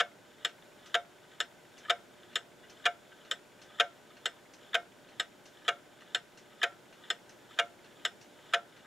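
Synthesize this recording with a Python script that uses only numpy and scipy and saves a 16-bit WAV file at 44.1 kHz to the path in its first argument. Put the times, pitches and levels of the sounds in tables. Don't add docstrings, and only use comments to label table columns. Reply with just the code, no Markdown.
import sys
import numpy as np
from scipy import signal
from scipy.fft import rfft, irfft, next_fast_len
from scipy.io import wavfile
from scipy.ndimage import uniform_filter1d, map_coordinates

SR = 44100
rng = np.random.default_rng(int(sys.argv[2]) if len(sys.argv) > 2 else 0)


def file_out(sig):
    cols = np.atleast_2d(sig).T
    lim = np.clip(cols, -1, 1)
    pcm = np.round(lim * 32767).astype(np.int16)
    wavfile.write(sys.argv[1], SR, pcm)


N = 390724
LEAD = 441


def amp(db):
    return 10 ** (np.asarray(db) / 20)


def unit(x):
    return x / np.sqrt(np.mean(x ** 2) + 1e-20)


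def along(points, hz):
    f, v = np.transpose(points)
    return np.interp(np.log(hz + 1), np.log(f + 1), v)


def wobble(rate):
    knots = rng.standard_normal(int(N * rate / SR) + 4)
    return map_coordinates(knots, [np.arange(N) * rate / SR])


def filtered(x, response):
    n = x.shape[-1]
    m = next_fast_len(n + 8192)
    return irfft(rfft(x, m) * response(np.fft.rfftfreq(m, 1 / SR)), m)[..., :n]


def add(track, s, sound):
    part = track[max(round(s * SR) + LEAD, 0):][:len(sound)]
    part += sound[:len(part)]


def burst(spectrum, t60, rise):
    t = np.arange(SR // 5) / SR
    white = rng.standard_normal(len(t))
    noise = unit(filtered(white, lambda hz: amp(along(spectrum, hz))))
    return noise * amp(-60 * t / t60) * (1 - np.exp(-t / rise)) ** 3


# (f/Hz, level per Hz/dB)
HISS_SPECTRUM = [(20, -17), (49, -19.5), (135, -3.5), (350, -0.5), (950, -6), (1100, -10.5), (2600, -14.5),
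                 (4000, -18), (5000, -20.5), (7000, -21.5), (7400, -22), (12400, -28.5), (14200, -33),
                 (15700, -35)]
# (f/Hz, width/Hz, level/dB)
HISS_BANDS = [(1516, 240, 7), (6980, 410, 5), (5580, 300, 3), (13200, 250, 5), (13450, 160, 9),
              (13750, 150, 7)]
# (f/Hz, correlation from 0 to 1)
HISS_LIKENESS = [(50, 0.5), (120, 0.54), (1000, 0.67), (3000, 0.69), (12000, 0.87)]
HISS_DB = -58.5


def hiss():
    def level_db(f):
        bands = sum(db * np.exp(-(2 * (f - hz) / width) ** 2) for hz, width, db in HISS_BANDS)
        return along(HISS_SPECTRUM, f) + bands

    def mid_and_side(hz):
        turn = np.arccos(np.clip(along(HISS_LIKENESS, hz), -1, 1)) / 2
        return amp(level_db(hz)) * np.array([np.cos(turn), np.sin(turn)])

    mid, side = filtered(rng.standard_normal((2, N)), mid_and_side)
    air = unit(np.array([mid + side, mid - side]))
    low = filtered(air, lambda hz: 1 / (1 + (hz / 450) ** 4))
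    high = air - low
    return amp(HISS_DB) * (amp(0.33 * wobble(2.95)) * high + amp(0.64 * wobble(1.49)) * low)


# (f/Hz, mean RMS level/dB)
HUM_PARTIALS = [(118.4, -83.5), (360.7, -72), (597.5, -70.5), (839.8, -95)]


def hum():
    t = np.arange(N) / SR
    out = np.zeros(N)
    for hz, db in HUM_PARTIALS:
        level = np.sqrt(2) * amp(db + 0.77 * wobble(1.33))
        out += level * np.sin(2 * np.pi * hz * t + 0.15 * wobble(4.0))
    return out


# (f/Hz, level per Hz/dB)
TICKER_TONE = [(1200, -21), (1800, -7), (2050, -1.5), (2500, -9), (3500, -19), (5000, -51)]
TICKER_FIRST_S, TICKER_PERIOD_S = .0475, .066733


def ticker():
    out = np.zeros(N + LEAD)
    for s in np.arange(TICKER_FIRST_S, N / SR, TICKER_PERIOD_S):
        level = amp(-62.5 + rng.normal(0, 2.0))
        add(out, s, level * burst(TICKER_TONE, t60=0.075, rise=0.00041))
    return out[LEAD:]


# (f/Hz, level per Hz/dB)
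FAR_TICK = [(4000, -9), (5200, -3), (6100, 0.5), (7300, -11), (10000, -18.5), (14000, -42)]
# (f/Hz, level per Hz/dB)
FAR_BODY = [(900, -6), (1600, 3.5), (2300, -1), (2800, 5.5), (3500, -11), (4300, 2), (5000, -29),
            (6000, -40)]
FAR_FIRST_S, FAR_PERIOD_S, FAR_OFFBEAT_S = -.061, .9191, .552
FAR_DB, FAR_BODY_DB = (-56, -66.5), (-1.5, 9.5)


def far_clock():
    def smear(body_db):
        treble = burst(FAR_TICK, t60=0.17, rise=0.00083)
        return treble + amp(body_db) * burst(FAR_BODY, t60=0.15, rise=0.00035)

    out = np.zeros((2, N + LEAD))
    for start in np.arange(FAR_FIRST_S, N / SR, FAR_PERIOD_S):
        for s, db, body_db in zip((start, start + FAR_OFFBEAT_S), FAR_DB, FAR_BODY_DB):
            if s <= 0:
                continue
            shared = smear(body_db)
            for port in out:
                add(port, s, amp(db) * (shared + 0.38 * smear(body_db)))
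    return out[:, LEAD:]


# (f/Hz, t60/s)
ROOM_DECAY = [(300, 0.59), (2000, 0.33), (10000, 0.31)]


def room(x):
    hz, t, z = signal.stft(rng.standard_normal((2, SR // 3)), SR, nperseg=256)
    decay = amp(-60 * t / along(ROOM_DECAY, hz)[:, None])
    tail = signal.istft(z * decay, SR, nperseg=256)[1]
    delayed = np.pad(x, (200, 0))[None]
    return signal.fftconvolve(delayed, tail / np.linalg.norm(tail[0]), axes=1)[:, :N]


# (f/Hz, t60/s, level from the tock pallet/dB, level from the tick pallet/dB)
MOVEMENT_MODES = [(388, 0.052, -10.5, -8), (472.4, 0.086, 0, -10.5), (574.5, 0.17, -8.5, -35.5),
                  (697.7, 0.12, 6.5, -11), (936, 0.066, -8.5, -14), (1258, 0.039, -3, -4.5),
                  (1358, 0.2, -14, -31.5), (1551.3, 0.092, -9, -10.5), (1708, 0.042, -3, -5.5),
                  (1847, 0.11, -17, -15), (1959, 0.05, -13.5, -7.5), (2088, 0.035, -28.5, -40),
                  (2173, 0.15, -24, -41), (2293, 0.082, -16.5, -21), (2455, 0.036, -4.5, -13.5),
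                  (2846, 0.065, -11.5, -9), (3067, 0.033, -8, -1), (3277, 0.021, -0.5, -11.5),
                  (3462, 0.028, -13, 1.5), (3729, 0.0099, 0, 6.5), (4245, 0.072, -48, -20),
                  (4880, 0.035, -23, -31), (5240, 0.17, -39.5, -29.5), (5220, 0.041, -25, -13),
                  (5570, 0.017, -22.5, -17), (5900, 0.015, -30, -35), (6854, 0.041, -23, -15.5),
                  (7120, 0.012, -41, -4.5), (7700, 0.08, -44, -19), (7827, 0.031, -26, -16.5)]


def ring(pallet, scatter_db, case_db=0, tilt_db=0):
    hz, t60, *levels = np.transpose(MOVEMENT_MODES)[:, :, None]
    t = np.arange(SR // 5) / SR
    db = levels[pallet] + case_db * (hz < 1000)
    db = db + tilt_db * np.log2(hz / 2000)
    db = db + scatter_db * rng.standard_normal(hz.shape)
    rise = np.where(hz < 1000, .008, 2.65 / hz)
    sides = (-1) ** np.arange(len(hz))[:, None]
    drift = 0.0011 * np.sqrt(hz) * np.cumsum(rng.standard_normal((len(hz), len(t))), axis=1)
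    drift = uniform_filter1d(drift, size=60, axis=1)
    tones = np.sin(2 * np.pi * hz * t + drift)
    envelope = amp(db - 60 * t / t60) * (1 - np.exp(-t / rise)) ** 2
    return np.sum(sides * envelope * tones, axis=0)


# (t/s, level/dB, decay time/s)
SLIPS = [(0.622, -52, 0.0046), (1.343, -55, .007), (1.834, -50, 0.0089), (1.849, -40.5, 0.014),
         (1.883, -42, 0.0033), (2.232, -50.5, 0.0017), (2.631, -49.5, 0.017), (2.84, -45, 0.0053),
         (3.117, -51, .011), (3.59, -50, 0.0018), (3.7, -51, .008), (3.785, -40, .005),
         (4.102, -50.5, 0.011), (4.646, -60, .006), (4.731, -39, 0.0048), (5.046, -54, 0.0048),
         (5.118, -56, .007), (5.618, -52, .004), (5.648, -44, 0.019), (6.018, -47, .004),
         (6.074, -55, .006), (6.521, -52, 0.0042), (6.615, -29.5, .004), (7.036, -46.5, 0.011),
         (7.507, -47.5, .004), (7.575, -42.5, 0.0061), (7.907, -56, .005), (8.389, -67, 0.0055),
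         (8.526, -41, .004), (8.845, -50.5, .005)]


def scrapes():
    out = np.zeros(N + LEAD)
    t = np.arange(SR // 10) / SR
    for s, db, length in SLIPS:
        force = rng.standard_normal(len(t)) * np.exp(-t / length)
        force[0] = 6
        answer = ring(1, scatter_db=4.5, case_db=-24, tilt_db=-8.5)
        add(out, s, amp(db) * signal.fftconvolve(force / np.linalg.norm(force), answer))
    return out[LEAD:]


# (f/Hz, level per Hz/dB)
CRACK = [(1020, -48), (1250, 9.5), (2600, -5), (3600, 6.5), (4400, -18), (6000, -12), (7500, -13),
         (8300, -62), (9300, -14), (10700, -40), (11600, -34), (12500, -35), (13550, -40), (14400, -46),
         (15800, -62)]
RUB_LIGHT_DB, RUB_FIRM_DB = -72.5, np.array([-58.5, -60.5])
RUB_BUILD_S, NEXT_TICK_S = 0.32, 8.99


def rubbing():
    grit = rng.standard_normal(N) * amp(2.05 * wobble(27) + 2.8 * wobble(200))
    body = unit(ring(1, 0, case_db=-42.0, tilt_db=-3.5))
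    body = body + amp(10) * burst(CRACK, t60=0.018, rise=0.00027)
    slide = unit(signal.fftconvolve(grit, body)[:N])
    now = np.arange(N) / SR
    landings = np.array([s for s, db in BEATS] + [NEXT_TICK_S])
    coming = np.searchsorted(landings, now)
    press = np.clip(1 - (landings[coming] - now) / RUB_BUILD_S, 0, 1)
    return amp(RUB_LIGHT_DB + press * (RUB_FIRM_DB[coming % 2] - RUB_LIGHT_DB)) * slide


# (t/s, level/dB)
BEATS = [(-0.0004, -21.5), (0.4481, -23), (0.943, -21), (1.4026, -23), (1.8973, -21), (2.3563, -22.5),
         (2.855, -21), (3.3117, -23.5), (3.7983, -20), (4.2564, -23.5), (4.7434, -21.5), (5.198, -22.5),
         (5.6799, -21.5), (6.147, -23), (6.6296, -20.5), (7.1017, -24), (7.5879, -20.5), (8.0505, -22),
         (8.5357, -21)]
# (delay t/s, level against the landing/dB)
TOCK_BOUNCES = [(.0022, -0.5), (.0051, -6), (.0078, 0.5), (.0097, -3.5), (.0134, -41)]
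TICK_BOUNCES = [(.0019, -6.5), (.0064, -8), (.0092, -13)]
# (f/Hz, level per Hz/dB)
THUD = [(200, -32), (350, 8), (520, 12.5), (750, 11), (1000, -25.5), (1300, -52)]
# (f/Hz, level per Hz/dB)
SNAP = [(2500, -12), (7400, -16.5), (9500, -6), (13000, -3), (15000, -45)]
CASE_DB, CRACK_DB, SNAP_DB = (-3, -3), (-4.5, -6.5), (-25.5, -19)
THUD_DB, RATTLE_DB = (-14.5, -16), (-14, -14)
GRAZE = (-0.0015, -20)


def escapement():
    out = np.zeros((2, N + LEAD))
    for k, (s, db) in enumerate(BEATS):
        pallet = k % 2
        heavy = ring(pallet, scatter_db=0.5, case_db=CASE_DB[pallet])
        light = ring(pallet, scatter_db=0.84, case_db=-20.5)
        thud = amp(THUD_DB[pallet]) * burst(THUD, t60=0.085, rise=0.0017)
        rattle = amp(RATTLE_DB[pallet]) * burst(CRACK, t60=0.14, rise=0.002)
        for port in out:
            add(port, s, amp(db) * (thud + rattle))
        contacts = [(0, 0), GRAZE, *(TOCK_BOUNCES, TICK_BOUNCES)[pallet]]
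        for j, (delay, contact_db) in enumerate(contacts):
            blow = light if j else heavy
            blow = blow + amp(CRACK_DB[pallet]) * burst(CRACK, t60=0.033, rise=0.0001)
            blow = blow + amp(SNAP_DB[pallet]) * burst(SNAP, t60=0.0068, rise=.00008)
            at = s + delay * (1 + .006 * rng.standard_normal())
            gain = amp(db + contact_db + rng.normal(0, 0.95))
            for port in out:
                own_crack = amp(-8.5) * burst(CRACK, t60=0.012, rise=0.0002)
                own_snap = amp(SNAP_DB[pallet] - 13) * burst(SNAP, t60=0.0096, rise=.0001)
                add(port, at, gain * (blow + own_crack + own_snap))
    return out[:, LEAD:]


# (f/Hz, level/dB)
LEFT_FAVOUR = [(600, 0), (2000, .7), (4000, 1.1), (8000, -.2)]


def at_the_ports(movement):
    def response(hz):
        balance = amp(along(LEFT_FAVOUR, hz) / 2 * np.array([[1], [-1]]))
        return balance * hz ** 4 / (hz ** 4 + 250 ** 4)

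    return filtered(movement, response)


def scene():
    background = hiss() + hum() + ticker() + far_clock()
    near = at_the_ports(scrapes() + rubbing() + escapement())
    return background + amp(-25.5) * room(near.mean(axis=0)) + near


TOP_HZ = 15760


def record(dry):
    return filtered(dry, lambda hz: hz < TOP_HZ)


dry = scene()
out = record(dry)
file_out(out)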